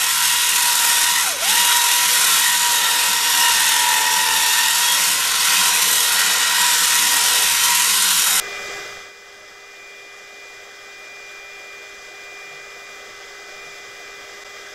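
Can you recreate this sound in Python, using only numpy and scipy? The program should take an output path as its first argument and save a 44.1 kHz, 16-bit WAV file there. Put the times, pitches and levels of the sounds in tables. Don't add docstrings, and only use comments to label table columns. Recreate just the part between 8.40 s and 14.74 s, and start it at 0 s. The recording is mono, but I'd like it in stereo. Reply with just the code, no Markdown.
import sys
import numpy as np
from scipy import signal
from scipy.fft import rfft, irfft
from scipy.io import wavfile

SR = 44100
rng = np.random.default_rng(int(sys.argv[2]) if len(sys.argv) > 2 else 0)


def materialize(psi):
    bounded = np.clip(np.atleast_2d(psi).T, -1, 1)
    quanta = np.round(bounded * 32767).astype(np.int16)
    wavfile.write(sys.argv[1], SR, quanta)


N = 279594
TIME_S = np.arange(N) / SR
RIPPLE_HZ = 100

# f/Hz, relative density/dB
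TURBULENCE = [(20, -77.5), (80, -93.5), (135, -91), (180, -95.5), (255, -86), (420, -81.5), (950, -84.5),
              (1800, -83), (2230, -91.5), (2600, -92.5), (4200, -87.5), (6300, -85), (7800, -91.5),
              (8750, -101.7), (9600, -99.1), (12500, -103), (14000, -105.3), (15500, -110.3)]
# f/Hz, width/Hz, gain/dB
BARREL_MODES = [(210, 40, 4), (355, 32, 4), (482, 51, 7), (567, 61, 5.2), (614, 40, 9.3), (710, 48, 11.2),
                (772, 48, 7.4), (1186, 166, 9.6), (1315, 55, 7), (1519, 141, 9.2), (1660, 64, 8.4),
                (1890, 174, 10.9), (2112, 110, 11.5), (2290, 50, 9), (2320, 75, 11.5), (2375, 45, 5),
                (2468, 80, 8), (2698, 103, 11.4), (2871, 110, 9.3), (3150, 100, 11.1), (3265, 65, 11.8),
                (3440, 170, 11.3), (3590, 70, 4), (3716, 115, 9), (4023, 143, 2.8), (4875, 70, 7.5),
                (5080, 150, 4.8), (5253, 140, 7.5), (5670, 90, 3.6), (5886, 58, 4.8), (6062, 98, 3.2),
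                (6359, 214, 3.4), (8398, 290, 7.2)]
# f/Hz, width/Hz, gain/dB
NOTCHES = [(265, 40, -4.5), (675, 18, -8), (1030, 60, -2.5), (1405, 50, -4.5), (1785, 35, -4),
           (2235, 50, -3.5), (2610, 60, -3.5), (6615, 80, -4.5), (8680, 200, -3.5)]
# f/Hz, max swing/dB
BAND_FLICKER = [(40, 2), (160, 4.5), (270, 3.2), (480, 1.5), (700, 1.5), (1300, .7), (3200, .7), (7000, .7),
                (9000, 1.6)]
# t/s, f/Hz
SHAFT_SPEED = [(0.0, 402.6), (0.16, 401.9), (0.3, 402.7), (0.46, 402.9), (0.61, 402.8), (0.73, 402.2),
               (0.85, 402.8), (1.1, 403.1), (1.25, 402.3), (1.45, 401.5), (1.62, 401.6), (1.73, 402.05),
               (1.89, 402.15), (2.04, 401.45), (2.33, 402.8), (2.53, 401.8), (2.73, 401.2), (3.17, 401.2),
               (3.25, 400.85), (3.5, 401.95), (3.63, 402.15), (4.02, 401.05), (4.29, 402.0), (4.54, 401.85),
               (4.67, 402.85), (4.88, 403.55), (5.03, 402.45), (5.23, 401.55), (5.48, 402.7), (5.58, 402.2),
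               (5.75, 402.05), (5.88, 403.0), (5.97, 403.25), (6.04, 403.6), (6.11, 402.6), (6.16, 402.3),
               (6.22, 403.4), (6.33, 403.3)]
# shaft multiple, relative level/dB
WHINE_ORDERS = [(1, -50.4), (3, -65), (4, -63), (5, -45.1), (7, -65), (9, -62), (11, -64), (12, -55.7),
                (13, -64), (14, -71), (16, -62.5), (17, -72), (18, -59.6), (19, -62.8), (20, -69),
                (22, -79), (23, -79), (24, -76), (26, -78), (27, -75.5), (30, -73), (31, -74), (32, -73),
                (33, -72.5), (34, -79), (35, -80), (37, -81), (38, -76), (39, -77.5)]
# f/Hz, relative level/dB
HUM_TONES = [(100, -27), (200, -32)]
# t/s, relative level/dB
PUFF_EVENTS = [(4.14, -14), (5.29, -18), (5.52, -17), (5.77, -33)]


def air_rush(angle, rel_db=5.0, chop=.12, gust_db=.3, gust_hz=10):
    pulse = np.cos(angle) + np.cos(2 * angle) / 2 + np.cos(3 * angle) / 2
    spectrum = rfft(rng.standard_normal(N) * (1 + chop * pulse))
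    hz = np.maximum(np.arange(len(spectrum)) * SR / N, 1)
    air_hz, air_db = np.transpose(TURBULENCE)
    colour_db = np.interp(np.log(hz), np.log(air_hz), air_db)
    for centre_hz, width_hz, gain_db in BARREL_MODES + NOTCHES:
        colour_db = colour_db + gain_db / (1 + (2 * (hz - centre_hz) / width_hz) ** 2)
    air = flicker(spectrum * undb(colour_db), hz)
    return set_rms(reflections(air), rel_db) * undb(gust_db * drift(gust_hz))


def flicker(spectrum, hz, rate_hz=20):
    centres_hz, swings_db = np.transpose(BAND_FLICKER)
    air = 0
    for selector, swing_db in zip(np.eye(len(centres_hz)), swings_db):
        band = irfft(spectrum * np.interp(np.log(hz), np.log(centres_hz), selector), N)
        gain = undb(swing_db * np.tanh(drift(rate_hz)))
        air = air + band * set_rms(gain, 0)
    return air


def shaft_angle(wobble=.0003, wobble_hz=14, ripple=.0055):
    deviation = wobble * drift(wobble_hz) + ripple * np.sin(2 * np.pi * RIPPLE_HZ * TIME_S)
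    return 2 * np.pi * np.cumsum(shaft_hz() * (1 + deviation)) / SR


def shaft_hz():
    return np.interp(TIME_S, *np.transpose(SHAFT_SPEED))


def fan_whine(angle, rel_db=2.0, flutter_hz=14, flutter_per_order=.013):
    tones = 0
    for order, db in WHINE_ORDERS:
        phase = order * angle + rng.uniform(0, 2 * np.pi)
        shake = flutter_per_order * order
        in_phase = (1 + shake * drift(flutter_hz)) * np.sin(phase)
        quadrature = shake * drift(flutter_hz) * np.cos(phase)
        tones = tones + set_rms(in_phase + quadrature, db)
    return set_rms(tones, rel_db)


def blade_tone(angle, blades=6, resonant_rel_db=5.5, throb=.1, fade_db_per_s=.33):
    push = (1 - throb * np.sin(2 * np.pi * RIPPLE_HZ * TIME_S)) * undb(-fade_db_per_s * TIME_S)
    tone = set_rms(push * np.sin(blades * angle), resonant_rel_db)
    return tone * resonance(blades * shaft_hz())


def resonance(hz, centre_hz=2407.2, width_hz=8):
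    return 1 / np.hypot(1, 2 * (hz - centre_hz) / width_hz)


def reflections(x, echo_db=-17, t60_s=.2):
    age_s = TIME_S[:int(t60_s * SR)]
    cloud = rng.standard_normal(len(age_s)) * np.exp(-np.log(1000) * age_s / t60_s)
    cloud /= np.sqrt(np.sum(cloud ** 2))
    return x + undb(echo_db) * signal.fftconvolve(x, cloud)[:N]


def puffs(band_hz=(112.5, 157.5), half_width_s=.071):
    bandpass = signal.butter(2, band_hz, "bandpass", fs=SR, output="sos")
    eddy = set_rms(signal.sosfilt(bandpass, rng.standard_normal(N)), 0)
    envelope = sum(undb(db) * np.exp(-((TIME_S - at_s) / half_width_s) ** 2) for at_s, db in PUFF_EVENTS)
    return eddy * envelope


def draught(rel_db=-23, cutoff_hz=150, swell_db=5, swell_hz=6):
    lowpass = signal.butter(2, cutoff_hz, fs=SR, output="sos")
    rumble = signal.sosfilt(lowpass, rng.standard_normal(N))
    return set_rms(rumble * undb(swell_db * drift(swell_hz)), rel_db)


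def mains_hum():
    return sum(set_rms(np.sin(2 * np.pi * hz * TIME_S), db) for hz, db in HUM_TONES)


def overall_gain(start_db=-37.5, low_db=-49, target_db=-41, hold_s=.35, fall_s=.37, recovery_tau_s=5.6):
    fallen = np.clip((TIME_S - hold_s) / fall_s, 0, 1)
    recovered = 1 - np.exp(-np.maximum(TIME_S - hold_s - fall_s, 0) / recovery_tau_s)
    return (1 - fallen) * undb(start_db) + fallen * undb(low_db + recovered * (target_db - low_db))


def dip(start_s=6.038, recovery_s=.0125, depth=.9):
    age_s = TIME_S - start_s
    return 1 - depth * (age_s > 0) * (1 - np.clip(age_s / recovery_s, 0, 1) ** 2)


def drift(rate_hz):
    spectrum = rfft(rng.standard_normal(N))
    hz = np.arange(len(spectrum)) * SR / N
    return set_rms(irfft(spectrum / (1 + (hz / rate_hz) ** 4), N), 0)


def set_rms(x, db):
    return x * undb(db) / np.sqrt(np.mean(x ** 2))


def undb(db):
    return 10 ** (np.asarray(db) / 20)


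def scene():
    angle = shaft_angle()
    gun = air_rush(angle) + fan_whine(angle) + blade_tone(angle) + mains_hum() + draught() + puffs()
    return np.tile(gun * overall_gain() * dip(), (2, 1))


def record(dry):
    cutoff_hz = 15680
    return signal.sosfilt(signal.ellip(12, .1, 80, cutoff_hz, fs=SR, output="sos"), dry)


dry = scene()
out = record(dry)
materialize(out)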